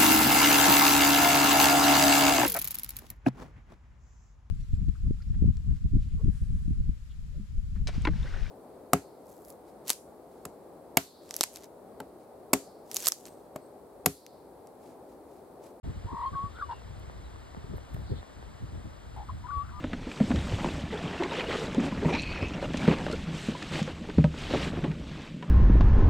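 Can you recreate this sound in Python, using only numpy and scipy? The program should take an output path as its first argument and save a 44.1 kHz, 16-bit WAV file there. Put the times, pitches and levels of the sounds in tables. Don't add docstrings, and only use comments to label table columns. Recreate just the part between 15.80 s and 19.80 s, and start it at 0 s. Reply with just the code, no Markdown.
import sys
import numpy as np
from scipy import signal
from scipy.fft import rfft, irfft
from scipy.io import wavfile

SR = 44100
rng = np.random.default_rng(int(sys.argv[2]) if len(sys.argv) > 2 else 0)


def persist_wave(psi):
    counts = np.round(np.clip(psi, -1, 1) * 32767).astype(np.int16)
    wavfile.write(sys.argv[1], SR, np.atleast_2d(counts).T)


N = 176400
TIME = np.arange(N) / SR


def amp(db):
    return 10 ** (np.asarray(db) / 20)


def unit(x):
    return x / np.sqrt(np.mean(abs(x) ** 2) + 1e-20)


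def at_hz(points, hz):
    points_hz, values = np.transpose(points)
    return np.interp(np.log(hz + 1), np.log(points_hz + 1), values)


def add(mix, start_s, sound):
    part = mix[..., max(round(start_s * SR), 0):][..., :sound.shape[-1]]
    part += sound[..., :part.shape[-1]]


def wander(size, cutoff_hz):
    hz = np.fft.rfftfreq(SR, 1 / SR)
    return unit(irfft(rfft(rng.standard_normal(SR)) / (1 + (hz / cutoff_hz) ** 4)))[:size]


def gate(t, length_s, attack_s, release_s):
    rise = np.sin(np.pi / 2 * np.clip(t / attack_s, 0, 1))
    fall = np.sin(np.pi / 2 * np.clip((length_s - t) / release_s, 0, 1))
    return (rise * fall) ** 2


def hump(start_s, length_s):
    return np.sin(np.pi * np.clip((TIME - start_s) / length_s, 0, 1))


# harmonic, full_voice_db, growth_db_per_db
OVERTONES = [(3, -34, .8), (4, -33.5, 3.5)]

def syrinx(hz, level, roughness, second_db=-42, split_db=-60):
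    size = len(hz)
    phase = 2 * np.pi * np.cumsum(hz * (1 + .19 * roughness * wander(size, 270))) / SR
    effort = np.minimum(level / amp(-28), 1)
    tone = np.exp(1j * phase) + amp(second_db) * np.exp(2j * phase)
    tone += sum(amp(db) * effort ** growth * np.exp(1j * k * phase) for k, db, growth in OVERTONES)
    tone += amp(split_db) * wander(size, 190) * np.exp(1.5j * phase)
    return np.sqrt(2) * tone * level * (1 + roughness * wander(size, 170))


# start_s, length_s, from_hz, to_hz, from_db, to_db, release_s, roughness
FLUTED_NOTES = [(0.456, 0.052, 1076, 1069, -26.5, -27, .038, 0.04),
                (0.526, 0.02, 1150, 1134, -40.5, -41, 0.0044, 0),
                (0.539, 0.016, 1506, 1570, -46.5, -47, 0.0054, 0.04),
                (0.788, 0.021, 1448, 1434, -46.5, -32.5, 0.0069, 0.03),
                (0.809, .012, 1233, 1460, -36, -26.5, 0.0067, 0.09),
                (0.814, 0.012, 1620, 1610, -42, -42.5, 0.0024, 0),
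                (0.821, 0.036, 1176, 1131, -23, -46.5, 0.013, 0),
                (3.485, 0.0082, 1380, 1160, -31.5, -45, .002, 0.24),
                (3.491, 0.013, 1007, 1126, -31, -35, 0.0018, 0.11),
                (3.498, 0.021, 1070, 1066, -46, -56, 0.0046, 0.2),
                (3.637, 0.039, 977, 1010, -47, -34, 0.022, 0.11),
                (3.666, 0.023, 1365, 1270, -46.5, -58, 0.005, 0.5),
                (3.684, 0.025, 1163, 1130, -38.5, -34.5, 0.0038, 0.03),
                (3.704, 0.017, 1403, 1490, -35.5, -45, 0.0093, 0),
                (3.887, 0.051, 1475, 1043, -49, -56.5, 0.0047, 0.48),
                (3.929, 0.094, 1194, 1217, -50.5, -40, .01, 0.05),
                (3.93, 0.08, 976, 1012, -51, -49, .01, 0.07)]
ATTACK_S = .0061

def fluted_notes(song):
    for start_s, length_s, from_hz, to_hz, from_db, to_db, release_s, roughness in FLUTED_NOTES:
        t = np.arange(0, length_s, 1 / SR)
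        progress = t / length_s
        level = amp(from_db + (to_db - from_db) * progress) * gate(t, length_s, ATTACK_S, release_s)
        add(song, start_s, syrinx(from_hz + (to_hz - from_hz) * progress, level, roughness))


# time_s, pitch_hz, level_db
WHISTLE_CONTOURS = [
    [(.548, 1118, -33.5), (.58, 1102, -30.5), (.615, 1112, -34.5), (.662, 1134, -35), (.69, 1116, -49)],
    [(3.712, 1154, -35), (3.775, 1129, -32.5), (3.818, 1139, -34), (3.832, 1184, -40.5),
     (3.842, 1270, -56.5)],
]

def whistles(song):
    for contour in WHISTLE_CONTOURS:
        time_s, pitch_hz, level_db = np.transpose(contour)
        start_s, end_s = time_s[0], time_s[-1]
        t = np.arange(start_s, end_s, 1 / SR)
        level = amp(np.interp(t, time_s, level_db))
        level *= gate(t - start_s, end_s - start_s, ATTACK_S, ATTACK_S)
        add(song, start_s, syrinx(np.interp(t, time_s, pitch_hz), level, roughness=.014))


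# start_s, length_s, attack_s, from_hz, to_hz, swing_hz, from_rate_hz, to_rate_hz,
# from_db, to_db, roughness, second_db, split_db
TRILL_RUNS = [(.256, .203, .034, 920, 950, 205, 56.6, 39.3, -45, -29, .09, -20, -40),
              (.739, .056, .006, 1290, 1350, 170, 78, 76, -51, -45.5, .35, -30, -22),
              (.883, .059, .021, 935, 895, 115, 64, 66, -31.5, -36, .17, -24, -16),
              (3.836, .054, .006, 1230, 1270, 130, 58, 52, -57, -55, .5, -30, -20)]

def trills(song, jitter_beats=.035, throb_db=3.2, lead_beats=.13):
    for (start_s, length_s, attack_s, from_hz, to_hz, swing_hz, from_rate_hz, to_rate_hz,
         from_db, to_db, roughness, second_db, split_db) in TRILL_RUNS:
        t = np.arange(0, length_s, 1 / SR)
        progress = t / length_s
        rate_hz = from_rate_hz + (to_rate_hz - from_rate_hz) * progress
        beats = np.cumsum(rate_hz) / SR + jitter_beats * wander(len(t), 56)
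        peaks = abs(np.cos(np.pi * beats)) ** 6
        throb = np.cos(np.pi * (beats + lead_beats)) ** 2 - .5
        ramp_db = from_db + (to_db - from_db) * progress
        level = amp(ramp_db + throb_db * throb) * gate(t, length_s, attack_s, release_s=.007)
        depth = np.minimum(progress / .36, 1) * (1 + .12 * wander(len(t), 36))
        pitch_hz = from_hz + (to_hz - from_hz) * progress + swing_hz * peaks * depth
        brightness_db = .25 * (ramp_db - to_db) - 20 * peaks
        add(song, start_s, syrinx(pitch_hz, level, roughness, second_db + brightness_db, split_db))


# start_s, length_s, pitch_hz, level_db
STUTTER_CHIRPS = [(3.362, 0.0072, 865, -43.5), (3.372, 0.011, 836, -43), (3.385, .012, 840, -40),
                  (3.398, .013, 828, -39), (3.413, 0.0091, 802, -42), (3.424, 0.012, 840, -44)]

def stutter(song):
    for start_s, length_s, pitch_hz, level_db in STUTTER_CHIRPS:
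        t = np.arange(0, length_s, 1 / SR)
        rise = 1 + .2 * (t / length_s - .5)
        level = amp(level_db) * gate(t, length_s, .00084, .00082)
        add(song, start_s, syrinx(pitch_hz * rise, level, roughness=.17))


# start_s, length_s, centre_hz, half_width_hz, level_db
RASP_BANDS = [(.37, 0.095, 4050, 450, -67), (0.694, .16, 3550, 450, -63), (0.889, 0.051, 3900, 1000, -60)]

def rasps(song, grain_db=4):
    for start_s, length_s, centre_hz, half_width_hz, level_db in RASP_BANDS:
        t = np.arange(0, length_s, 1 / SR)
        band = wander(len(t), half_width_hz) + 1j * wander(len(t), half_width_hz)
        grain = unit(amp(grain_db * wander(len(t), 150)))
        level = amp(level_db) * np.sin(np.pi * t / length_s)
        add(song, start_s, level * band * grain * np.exp(2j * np.pi * centre_hz * t))


# time_s, left_minus_right_db
MAGPIE_PAN = [(.5, 3), (.9, 3.5), (3.4, 4), (3.7, 9.5)]

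def magpie(gain_db=-2.5, right_lead_rad=.57):
    song = np.zeros(N, complex)
    for add_part in (fluted_notes, whistles, trills, stutter, rasps):
        add_part(song)
    pan = amp(np.interp(TIME, *np.transpose(MAGPIE_PAN)) / 2)
    return amp(gain_db) * np.array([song * pan, song / pan * np.exp(1j * right_lead_rad)]).real


# start_s, length_s, centre_hz, width_hz, level_db
RUSTLE_PUFFS = [(1.185, .023, 10000, 4000, -64.5), (1.952, .04, 12500, 2000, -65),
                (2.135, .017, 10000, 5000, -58), (2.141, .011, 1700, 1300, -50),
                (2.04, .25, 12200, 2200, -73), (2.214, .17, 4200, 600, -62), (2.335, .09, 3700, 504, -57),
                (3.359, .012, 9000, 5000, -67)]

def rustles():
    hz, out = np.fft.rfftfreq(N, 1 / SR), np.zeros((2, N))
    white = rfft(rng.standard_normal((2, N)))
    for start_s, length_s, centre_hz, width_hz, level_db in RUSTLE_PUFFS:
        band = unit(irfft(white * np.exp(-.5 * ((hz - centre_hz) / width_hz) ** 2), N))
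        out += amp(level_db) * hump(start_s, length_s) ** 2 * band
    return out


# frequency_hz, coherence
NOISE_COHERENCE = [(30, 0.3), (100, 1), (280, 0.3), (420, 0), (800, 0.26), (1300, 0), (1700, 0.13),
                   (1950, 1), (5000, 0.99), (5900, 1), (7000, 0.75), (8000, 1), (13000, 1)]
# frequency_hz, left_minus_right_db
NOISE_BALANCE = [(50, 2), (350, 1), (700, 3), (1100, 6.5), (1600, 3.5), (2300, -0.5)]
# frequency_hz, left_lead_rad
WIDENING_PHASE = [(20, 1), (100, 1.2), (300, 2.2), (1150, 2.8), (1850, 6.6), (2550, 8.6), (3800, 7.1),
                  (5100, 7.6), (5700, 9.4), (6250, 9.4), (7650, 12.6), (8800, 12.6), (9750, 15.7),
                  (10900, 15.7), (11800, 18.8), (13200, 18.8), (14000, 22)]

def stereo_noise(spectrum, coherence=NOISE_COHERENCE):
    hz = np.fft.rfftfreq(N, 1 / SR)
    left, independent = rfft(rng.standard_normal((2, N)))
    shared = np.clip(at_hz(coherence, hz), 0, 1)
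    right = shared * left + np.sqrt(1 - shared ** 2) * independent
    right *= np.exp(-1j * at_hz(WIDENING_PHASE, hz))
    pan = amp(at_hz(NOISE_BALANCE, hz) / 2)
    return unit(irfft(np.array([left * pan, right / pan]) * amp(at_hz(spectrum, hz)), N))


# time_s, level_db
WIND_STRENGTH = [(0, -39.5), (.1, -42.5), (.42, -49), (.7, -48), (1, -48.5), (1.12, -43), (1.4, -44),
                 (1.7, -49), (1.9, -42.5), (2.05, -50), (2.38, -40.5), (2.47, -58.5), (2.7, -43),
                 (2.78, -52), (2.88, -43.5), (3.18, -49), (3.4, -42), (4, -42.5)]
# start_s, length_s, rumble_db, flutter_db
WIND_BUFFETS = [(0.039, 0.096, -36, -39), (0.139, 0.065, -36.5, -62), (0.241, 0.037, -29.5, -53),
                (0.313, 0.046, -38.5, -37.5), (0.51, 0.065, -38, -43), (0.618, 0.057, -37.5, -45),
                (1.764, 0.024, -67, -42), (1.877, 0.12, -37.5, -41.5), (2.081, 0.19, -36, -53.5),
                (2.286, 0.066, -33.5, -37), (2.33, 0.085, -35.5, -65), (2.555, 0.062, -40.5, -59),
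                (2.797, 0.077, -35.5, -49), (2.9, 0.13, -38, -49), (3.031, 0.07, -38.5, -46.5),
                (3.502, 0.087, -37.5, -61), (3.747, 0.062, -35.5, -70)]
# frequency_hz, density_db
RUMBLE_SPECTRUM = [(20, -23.5), (40, -8.5), (62, 1), (100, -5), (160, -14), (250, -21.5), (500, -33.5),
                   (1500, -67.5)]
# frequency_hz, density_db
FLUTTER_SPECTRUM = [(50, -9), (130, 3.5), (220, 4), (400, -4.5), (700, -17.5), (1500, -35), (3000, -65.5)]
# frequency_hz, coherence
FLUTTER_COHERENCE = [(60, 0.3), (250, 0.82)]

def wind():
    rumble_power = amp(np.interp(TIME, *np.transpose(WIND_STRENGTH))) ** 2
    flutter_power = np.zeros(N)
    for start_s, length_s, rumble_db, flutter_db in WIND_BUFFETS:
        swell = hump(start_s, length_s)
        rumble_power += (amp(rumble_db) * swell) ** 2
        flutter_power += (amp(flutter_db) * swell) ** 2
    rumble = np.sqrt(rumble_power) * stereo_noise(RUMBLE_SPECTRUM)
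    flutter = np.sqrt(flutter_power) * stereo_noise(FLUTTER_SPECTRUM, FLUTTER_COHERENCE)
    return rumble + flutter


# start_s, level_db, pitch_hz, knock_relative_db
HANDLING_BUMPS = [(0.073, -31, 190, -30), (.326, -33, 190, -14.5), (0.637, -28, 157, -21),
                  (1.771, -42, 210, -11), (1.841, -33.5, 102, -8.5), (1.936, -32.5, 174, -2.5),
                  (2.145, -24.5, 82, -22.5), (2.315, -22.5, 115, -11.5), (2.325, -32.5, 484, -4),
                  (2.838, -32, 101, -20)]

def bumps(knock_hz=390.6, rise_s=.0019, decay_s=.0064):
    out, t = np.zeros((2, N)), np.arange(SR // 10) / SR
    envelope = (1 - np.exp(-t / rise_s)) * np.exp(-t / decay_s)
    for start_s, level_db, pitch_hz, knock_relative_db in HANDLING_BUMPS:
        knock = amp(knock_relative_db) * np.exp(2j * np.pi * knock_hz * t)
        left = 2 * amp(level_db) * envelope * (np.exp(2j * np.pi * pitch_hz * t) + knock)
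        right = left * np.exp(-1j * at_hz(WIDENING_PHASE, pitch_hz))
        add(out, start_s, np.array([left, right]).imag)
    return out


# start_s, peak_db
HANDLING_TICKS = [(.5355, -42), (.5555, -43), (.59, -40), (.786, -39), (.894, -40), (1.2965, -36.5),
                  (1.5587, -42), (1.7462, -37.5), (1.7661, -40.5), (1.9805, -36), (2.1638, -36.5),
                  (2.4276, -37), (2.4983, -43), (2.6255, -38.5)]
# frequency_hz, density_db
TICK_SPECTRUM = [(80, -20), (300, 0), (1000, 0), (1400, -4), (1850, -5), (2250, -22), (3500, -34),
                 (6000, -55)]

def ticks(top_hz=2000, onset_s=.001, s_per_octave=.001, right_lag_s=.00033):
    hz, out = np.fft.rfftfreq(2048, 1 / SR), np.zeros((2, N))
    delay_s = onset_s + s_per_octave * np.log2(top_hz / np.clip(hz, 100, top_hz))
    phase = -2 * np.pi * np.cumsum(delay_s) * hz[1]
    click = irfft(amp(at_hz(TICK_SPECTRUM, hz)) * np.exp(1j * phase))
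    click /= abs(click).max()
    for start_s, peak_db in HANDLING_TICKS:
        add(out[0], start_s, amp(peak_db) * click)
        add(out[1], start_s + right_lag_s, amp(peak_db) * click)
    return out


# start_s, length_s, pitch_hz, level_db
FAR_WHISTLES = [(.83, 0.13, 2890, -70.5), (.9, 0.11, 2840, -62.5), (0.923, 0.12, 2700, -69),
                (1.432, 0.075, 3890, -63.5), (3.717, 0.22, 2714, -75.5)]

def far_bird():
    out = np.zeros(N)
    for start_s, length_s, pitch_hz, level_db in FAR_WHISTLES:
        t = np.arange(0, length_s, 1 / SR)
        level = amp(level_db) * gate(t, length_s, .02, .069)
        add(out, start_s, syrinx(np.full(len(t), pitch_hz), level, roughness=.027).real)
    return out


def yard_echo(sound, gain_db=-13.5, t60_s=.1, predelay_s=.006):
    t = np.arange(SR // 2) / SR
    tail = rng.standard_normal((2, len(t))) * amp(-60 * t / t60_s) * (t > predelay_s)
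    return amp(gain_db) * signal.fftconvolve(sound, tail / np.linalg.norm(tail[0]), axes=1)[:, :N]


# frequency_hz, density_db
AIR_SPECTRUM = [(30, -3), (100, -5.5), (300, -0.5), (600, -0.5), (1100, -6.5), (1600, -10), (2300, -16),
                (3900, -18), (5500, -23), (8500, -26.5), (11000, -32.5), (12500, -35), (14000, -41),
                (15700, -51)]
# time_s, gain_db
AIR_LOW_MID = [(.2, -1.5), (1, -0.5), (1.55, -2), (2.1, -1), (2.9, -3), (3.3, -2), (3.55, -10.5)]

def air(level_db=-51, low_mid_hz=(330, 640)):
    hiss = amp(level_db) * stereo_noise(AIR_SPECTRUM)
    low_mid = signal.sosfiltfilt(signal.butter(2, low_mid_hz, "band", fs=SR, output="sos"), hiss)
    gain = amp(np.interp(TIME, *np.transpose(AIR_LOW_MID)))
    return hiss + (gain - 1) * low_mid


def scene():
    birds = magpie() + far_bird()
    return birds + yard_echo(birds) + wind() + bumps() + ticks() + rustles() + air()


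def record(dry):
    fade_in = np.clip((TIME - .03) / .012, 0, 1)
    cutoff_hz = 15750
    lowpass = signal.firwin(511, cutoff_hz, window=("kaiser", 9), fs=SR)
    return signal.oaconvolve(dry * fade_in, lowpass[None], "same")


dry = scene()
out = record(dry)
persist_wave(out)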